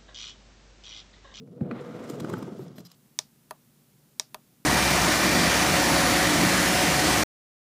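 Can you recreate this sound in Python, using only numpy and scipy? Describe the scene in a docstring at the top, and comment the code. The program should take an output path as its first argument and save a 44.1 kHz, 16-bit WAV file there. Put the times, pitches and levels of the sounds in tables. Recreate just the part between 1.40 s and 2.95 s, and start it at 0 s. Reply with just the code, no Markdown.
"""A skateboard rolls across the flat of an outdoor ramp and climbs the far wall.
Surface grain drives the ramp into forced vibration, a rumble, while the wheels rasp and hiss.
Impacts at drops and seams excite damped modes: the ramp thumps and the deck clacks.
Metal parts of the trucks rattle, most clearly as the board slows near the top.
The ramp walls scatter a short echo, over faint outdoor air."""
import sys
import numpy as np
from scipy import signal
from scipy.fft import rfft, irfft
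from scipy.io import wavfile

SR = 44100
rng = np.random.default_rng(int(sys.argv[2]) if len(sys.argv) > 2 else 0)


def pcm_store(signal):
    """Save signal as 16-bit PCM."""
    levels = np.round(np.clip(np.atleast_2d(signal), -1, 1) * 32767)
    wavfile.write(sys.argv[1], SR, levels.astype(np.int16).T)


N = 68355
TIME = np.arange(N) / SR


def undb(db):
    """Amplitude ratio of a level in decibels."""
    return 10 ** (np.asarray(db) / 20)

def unit(x):
    """Normalisation to rms 1."""
    return x / np.sqrt(np.mean(x ** 2))

def fader(curve):
    """Gain interpolated between (s, dB) points."""
    return undb(np.interp(TIME, *np.array(curve).T))

def rise(t, attack):
    """Raised-cosine onset from 0 to 1."""
    return np.sin(np.pi / 2 * np.clip(t / max(attack, 1e-4), 0, 1)) ** 2

def fade(t, t60):
    """Exponential decay from t = 0, by 60 dB in t60 seconds."""
    return np.exp(-np.log(1000) * np.maximum(t, 0) / max(t60, 1e-3))

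def colour(x, points):
    """Spectral shaping by (Hz, dB) points, to rms 1."""
    hz, db = np.array(points).T
    f = np.maximum(np.fft.rfftfreq(len(x), 1 / SR), 1)
    gain = undb(np.interp(np.log(f), np.log(hz), db))
    return unit(irfft(rfft(x) * gain, len(x)))

def resonate(x, hz, width):
    """Second-order resonance, gain 1 at its centre."""
    return signal.lfilter(*signal.iirpeak(hz, hz / width, fs=SR), x)

def grains(per_s, spread_db):
    """Shot noise: random tiny impacts, a few stronger than the rest."""
    impulses = (rng.random(N) < per_s / SR) * rng.choice([-1, 1], N)
    return impulses * undb(spread_db * np.minimum(rng.exponential(size=N), 2 * np.pi))

def add(out, start, x):
    """Superposition of x from a start in seconds."""
    i = max(int(start * SR), 0)
    out[i:i + len(x)] += x[:N - i]


# Each row: frequency in Hz, relative level of the air in dB.
AIR_SPECTRUM = [(25, 7.5), (150, 3), (500, -51), (1000, -46), (3000, -22), (5000, -24), (10000, -6),
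                (16000, -11)]
def air():
    """Stationary noise: the faint background of still outdoor air."""
    return undb(-79) * colour(rng.standard_normal(N), AIR_SPECTRUM)

# Each row: frequency in Hz, relative level of the echo in dB.
ECHO_SPECTRUM = [(60, -51), (300, -11.5), (2000, -1), (8000, 3), (16000, -11)]
def wall_echo(board):
    """Diffuse reflection: the ramp walls scatter the sound into a short tail."""
    t = np.arange(SR // 2) / SR
    response = colour(rng.standard_normal(len(t)), ECHO_SPECTRUM) * fade(t, t60=0.11)
    return undb(-16) * signal.fftconvolve(board, response / np.linalg.norm(response))[:N]

# Each row: frequency in Hz, relative level of the scuff in dB.
SCUFF_SPECTRUM = [(500, 6), (1200, -4), (2000, -1), (3300, -6.5), (4200, -13), (6000, -39), (16000, -45)]
def scuff():
    """Stick-slip friction: the wheels slide sideways briefly, then grip again."""
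    peak_s, rise_s, fall_s = 0.395, 0.012, 0.006
    t = TIME - peak_s
    swell = np.exp(-(t / np.where(t < 0, rise_s, fall_s)) ** 2 / 2)
    return undb(-46) * swell * colour(grains(per_s=5000, spread_db=1.5), SCUFF_SPECTRUM)

# Each row: deck resonance in Hz, bandwidth in Hz, relative level in dB.
DECK_RESONANCES = [(872, 71, -6), (1284, 44, -6.5)]
def deck_drone():
    """Resonance: grit keeps the deck ringing, swelling with the load in the ramp's curve."""
    peak_s, spread_s = 0.97, 0.087
    grit = grains(per_s=5000, spread_db=1)
    ring = sum(undb(db) * resonate(resonate(grit, hz, width), hz, 2 * width)
               for hz, width, db in DECK_RESONANCES)
    load = np.exp(-((TIME - peak_s) / spread_s) ** 2 / 2)
    return undb(-54) * load * unit(ring)

# Each row: time in seconds, level of the tone in dB.
SING_LEVELS = [(0, -57), (.15, -56.5), (.3, -50), (.6, -46.5), (.9, -54.5), (1.15, -59), (1.35, -81),
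               (1.55, -79)]
def wheel_singing():
    """Narrow-band noise: a faint wavering tone glides up as the board gathers speed."""
    start_hz, final_hz, width_hz, glide_s = 438.8, 488, 18.3, 0.0799
    hz = final_hz + (start_hz - final_hz) * np.exp(-TIME / glide_s)
    lowpass = signal.butter(2, width_hz / 2, fs=SR, output="sos")
    waver = signal.sosfilt(lowpass, rng.standard_normal((2, 2 * N)))[:, N:]
    phase = 2 * np.pi * np.cumsum(hz) / SR
    return unit(waver[0] * np.cos(phase) + waver[1] * np.sin(phase)) * fader(SING_LEVELS)

# Dry scrape and sizzle of small loose parts. Each row: frequency in Hz, relative level in dB.
SCRAPE_SPECTRUM = [(800, 8.5), (2200, 7), (3500, 0), (5000, -9), (7000, 4.5), (8800, 4), (10200, -7.5),
                   (12500, -48), (14500, -16), (16000, -25)]
SIZZLE_SPECTRUM = [(5000, -60), (11200, -15.5), (12000, -3.5), (12600, -7), (13500, -13), (16000, -19.5)]
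# Each row: metal resonance in Hz, bandwidth in Hz, relative level in dB.
METAL_RESONANCES = [(3400, 330, -8), (4100, 210, -4), (4800, 130, -4), (5010, 220, 0.5), (5720, 160, -9)]
# Each row: start in seconds, time until the decay in seconds, level in dB,
# then metal ring and sizzle, each in dB relative to the scrape.
RATTLE_BURSTS = [(.174, 0.0013, -75, -11, -7), (0.216, .001, -60.5, -8, -12), (.311, 0.0012, -57, -7, -22),
                 (0.41, 0.0011, -53.5, -15, -22), (0.638, 0.0083, -56, -8, -19), (0.691, .002, -49, -3, -4),
                 (0.6975, 0.0025, -36.5, -7.5, -13), (.708, 0.0012, -48, -22, -2),
                 (0.719, 0.0012, -52, -17, -3), (0.735, 0.0037, -54, -22, -12),
                 (0.744, .001, -55, -12, -14), (0.755, .001, -51.5, -17, -11),
                 (0.7985, 0.0022, -42.5, -8, -12), (0.8024, 0.0032, -44, -5, -12),
                 (0.843, 0.0047, -52, -3, -10), (0.8925, 0.0016, -47.5, -7, -13),
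                 (0.898, 0.001, -42.5, -17, -11), (0.928, .003, -51.5, 0, -18),
                 (0.9355, 0.0016, -43.5, -6, -7), (0.978, 0.012, -56.5, 3, 5),
                 (1.024, 0.0059, -50.5, 0, -8), (1.184, 0.067, -65, -4, 0), (1.28, .003, -57, 5, -14),
                 (1.357, 0.036, -61.5, 10, 10), (1.381, 0.0024, -48.5, -8, -14), (1.392, 0.0047, -58, 9, 9),
                 (1.401, 0.006, -53.5, 1, -6), (1.45, 0.02, -52.5, 11.5, 4.5), (1.5148, 0.0032, -50, 5, 0)]
def truck_rattles():
    """Repeated impact: trucks and bearings give bursts of clicks that scrape, ring and sizzle."""
    out = np.zeros(N)
    clicks = grains(per_s=6300, spread_db=1.5)
    scrape, sizzle = colour(clicks, SCRAPE_SPECTRUM), colour(clicks, SIZZLE_SPECTRUM)
    metal = unit(sum(undb(db) * resonate(clicks, hz, width) for hz, width, db in METAL_RESONANCES))
    for start, hold, db, ring_db, sizzle_db in RATTLE_BURSTS:
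        burst = rise(TIME - start, attack=0.0014) * fade(TIME - start - hold, t60=0.02)
        out += undb(db) * burst * unit(scrape + undb(ring_db) * metal + undb(sizzle_db) * sizzle)
    return out

# Each row: mode frequency in Hz at pitch ratio 1, relative level in dB, t60 in seconds.
DECK_AND_WHEEL_MODES = [(865, -15.5, 0.044), (1257, 0, 0.017), (1512, -1, 0.017), (1943, -22, 0.047),
                        (2460, -20.5, 0.022), (3010, -13.5, .015)]
# Each row: frequency in Hz, relative level of the crack in dB before its tilt.
CRACK_SPECTRUM = [(200, -12), (600, 26), (850, 19), (1300, 13), (2500, 10.5), (3200, -18), (4200, -2),
                  (5500, -36), (16000, -51)]
# Each row: start in seconds, ring level in dB, pitch ratio of the ring,
# crack level in dB, crack tilt in dB per octave.
SEAM_STRIKES = [(0.0743, -69, 1, -53, -0.5), (0.2089, -48, 0.78, -44.5, 5.5),
                (0.3118, -30.5, .92, -31.5, 3.5), (0.316, -48, 2, -38, 4), (0.698, -42.5, 0.84, -42, -10),
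                (.8030, -35.5, 0.75, -42, 8), (0.847, -29, .99, -50, 10), (0.9, -32, 0.73, -49, 9),
                (0.9385, -24.5, 1.011, -59, -3), (0.969, -39, 0.79, -53, 8), (1.028, -34.5, 0.78, -58, 8),
                (1.193, -45, 0.58, -57, 7), (1.3822, -55, 0.97, -42.5, 8)]
def seam_clacks():
    """Impulse excitation: a seam cracks against a wheel and the deck's modes ring hollowly."""
    out, t = np.zeros(N), np.arange(SR // 8) / SR
    for start, ring_db, pitch, crack_db, tilt in SEAM_STRIKES:
        # Neighbouring modes swing in opposite senses.
        ring = sum((-1) ** k * undb(db) * np.sin(2 * np.pi * pitch * hz * t) * fade(t, t60)
                   for k, (hz, db, t60) in enumerate(DECK_AND_WHEEL_MODES))
        spectrum = [(hz, db + tilt * np.log2(hz)) for hz, db in CRACK_SPECTRUM]
        crack = colour(rng.standard_normal(len(t)), spectrum) * fade(t, t60=0.018)
        blow = undb(ring_db) * ring / np.abs(ring).max() + undb(crack_db) * crack
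        add(out, start, blow * rise(t, attack=0.00095))
    return out

# Each row: mode frequency as a multiple of the pitch, relative level in dB, share of the t60.
RAMP_PANEL_MODES = [(1, -0.5, 0.93), (1.72, -19, 0.21), (2.4, -13, 0.37), (3.5, -26.5, 1)]
# Each row: start in seconds, level in dB, pitch of that spot in Hz, longest t60 in seconds.
WHEEL_DROPS = [(0.2092, -17.5, 231, 0.11), (0.217, -12.5, 148.7, 0.077), (0.3125, -22, 234, 0.15),
               (0.409, -27, 433, 0.036), (0.701, -22, 280, 0.048), (0.8141, -21.5, 159, 0.09),
               (0.8422, -21, 331, 0.034), (0.895, -25, 346, 0.05), (0.9258, -25, 188, 0.087),
               (0.9353, -27, 185, 0.075), (0.9343, -19, 354, 0.046), (1.0226, -29, 205, 0.058),
               (1.078, -25.5, 366, 0.058), (1.192, -26.5, 370, 0.073), (1.195, -33, 137, 0.32),
               (1.381, -29, 212, 0.055), (1.3825, -34, 597, 0.03), (1.3981, -34, 176.4, 0.065),
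               (1.45, -44.5, 172.4, 0.23)]
def ramp_thumps():
    """Damped free vibration: a dropping wheel pushes the ramp down and it booms briefly."""
    out, t = np.zeros(N), np.arange(SR // 4) / SR
    for start, db, hz, t60 in WHEEL_DROPS:
        ring = sum(undb(mode_db) * np.sin(2 * np.pi * hz * ratio * t) * fade(t, t60 * share)
                   for ratio, mode_db, share in RAMP_PANEL_MODES)
        add(out, start, -undb(db) * ring * rise(t, attack=1 / hz))
    return out

# Each row: frequency in Hz, relative level of the hiss in dB.
HISS_SPECTRUM = [(1000, -42), (2800, 4), (4000, 1.5), (5000, 2.5), (7000, -1), (8800, -4.5), (10200, -10),
                 (12400, -7.5), (14000, -17), (16000, -17)]
# Each row: time in seconds, level of the hiss in dB.
HISS_LEVELS = [(0, -78), (.29, -76.5), (.4, -65.5), (.6, -63), (.72, -56.5), (.78, -62), (.92, -58),
               (.99, -59.5), (1.1, -64), (1.24, -65), (1.31, -69.5), (1.4, -69.5), (1.55, -64.5)]
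def wheel_hiss():
    """Contact noise: fine grit under the wheels gives a grainy treble hiss."""
    grit = unit(grains(per_s=2000, spread_db=2.5))
    return colour(grit + rng.standard_normal(N), HISS_SPECTRUM) * fader(HISS_LEVELS)

# Each row: frequency in Hz, relative level of the rasp in dB.
RASP_SPECTRUM = [(300, 2), (700, 6), (950, 3.5), (1250, 7), (1550, 1.5), (1750, -3.5), (2200, -3),
                 (2700, -9.5), (3800, -11), (6000, -32), (16000, -70)]
# Each row: time in seconds, level of the rasp in dB.
RASP_LEVELS = [(0, -72), (.04, -78.5), (.19, -69), (.24, -59), (.28, -59), (.35, -47.5), (.41, -50.5),
               (.47, -50.5), (.65, -48), (.68, -50.5), (.78, -52.5), (.92, -48.5), (1.03, -51.5),
               (1.1, -56), (1.17, -59), (1.27, -59), (1.34, -65), (1.55, -70)]
def wheel_rasp():
    """Roughness excitation: dense impacts on grit merge into a midrange rasp."""
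    return colour(grains(per_s=5000, spread_db=1), RASP_SPECTRUM) * fader(RASP_LEVELS)

# Low-mid rumble and bass boom. Each row: frequency in Hz, relative level in dB.
RUMBLE_SPECTRUM = [(60, -67), (150, -11), (240, -0.5), (310, 0.5), (400, -2), (500, -4.5), (580, -7),
                   (720, -13), (900, -26.5), (1500, -35), (4000, -83)]
BOOM_SPECTRUM = [(25, -31), (60, -83), (90, -15.5), (120, -1), (165, 2), (215, -2), (280, -7), (450, -65),
                 (2000, -82)]
# Their envelopes. Each row: time in seconds, level in dB.
RUMBLE_LEVELS = [(0, -62.5), (.04, -58), (.16, -52), (.25, -39), (.42, -43.5), (.66, -41.5), (.8, -38),
                 (.92, -37), (1.02, -44), (1.13, -43), (1.3, -51), (1.36, -59.5), (1.41, -50), (1.47, -68),
                 (1.55, -74)]
BOOM_LEVELS = [(0, -44), (.05, -47.5), (.16, -50), (.26, -35.5), (.42, -48), (.5, -42), (.66, -48.5),
               (.8, -43), (.92, -37), (1.05, -41.5), (1.2, -48), (1.29, -43.5), (1.36, -49), (1.41, -48),
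               (1.5, -64.5), (1.55, -67)]
# Each row: ramp resonance in Hz, bandwidth in Hz, relative level in dB.
RAMP_RESONANCES = [(243, 5.8, 1), (420, 15, 3), (720, 9.7, 3)]
def ramp_rumble():
    """Forced vibration: bumps shake the ramp, which rumbles, booms and hums at its resonances."""
    bumps, bass_bumps = (grains(per_s=2600, spread_db=3) for _ in range(2))
    hum = sum(undb(db) * resonate(bumps, hz, width) for hz, width, db in RAMP_RESONANCES)
    rumble = colour(bumps + undb(-11.5) * hum, RUMBLE_SPECTRUM) * fader(RUMBLE_LEVELS)
    boom = colour(bass_bumps, BOOM_SPECTRUM) * fader(BOOM_LEVELS)
    return rumble + boom

def rolling():
    """Amplitude modulation: the rolling noise throbs once with each turn of the wheels."""
    turns_per_s, throb_db = 21, 1.3
    angle = 2 * np.pi * (turns_per_s * TIME + rng.random())
    noise = ramp_rumble() + wheel_rasp() + wheel_hiss() + wheel_singing()
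    return noise * undb(throb_db * np.sin(angle))


def scene():
    """Superposition: the board, its echo and the air sum in one channel."""
    board = rolling() + deck_drone() + ramp_thumps() + seam_clacks() + truck_rattles() + scuff()
    return (board + wall_echo(board) + air())[None]

def record(dry):
    """Band limiting: the microphone thins the deep bass, and the highest treble is cut."""
    bass_hz, top_hz = 62, 15650
    thinned = signal.sosfilt(signal.butter(2, bass_hz, "high", fs=SR, output="sos"), dry)
    return signal.sosfilt(signal.ellip(10, .2, 80, top_hz, fs=SR, output="sos"), thinned)


dry = scene()
out = record(dry)
pcm_store(out)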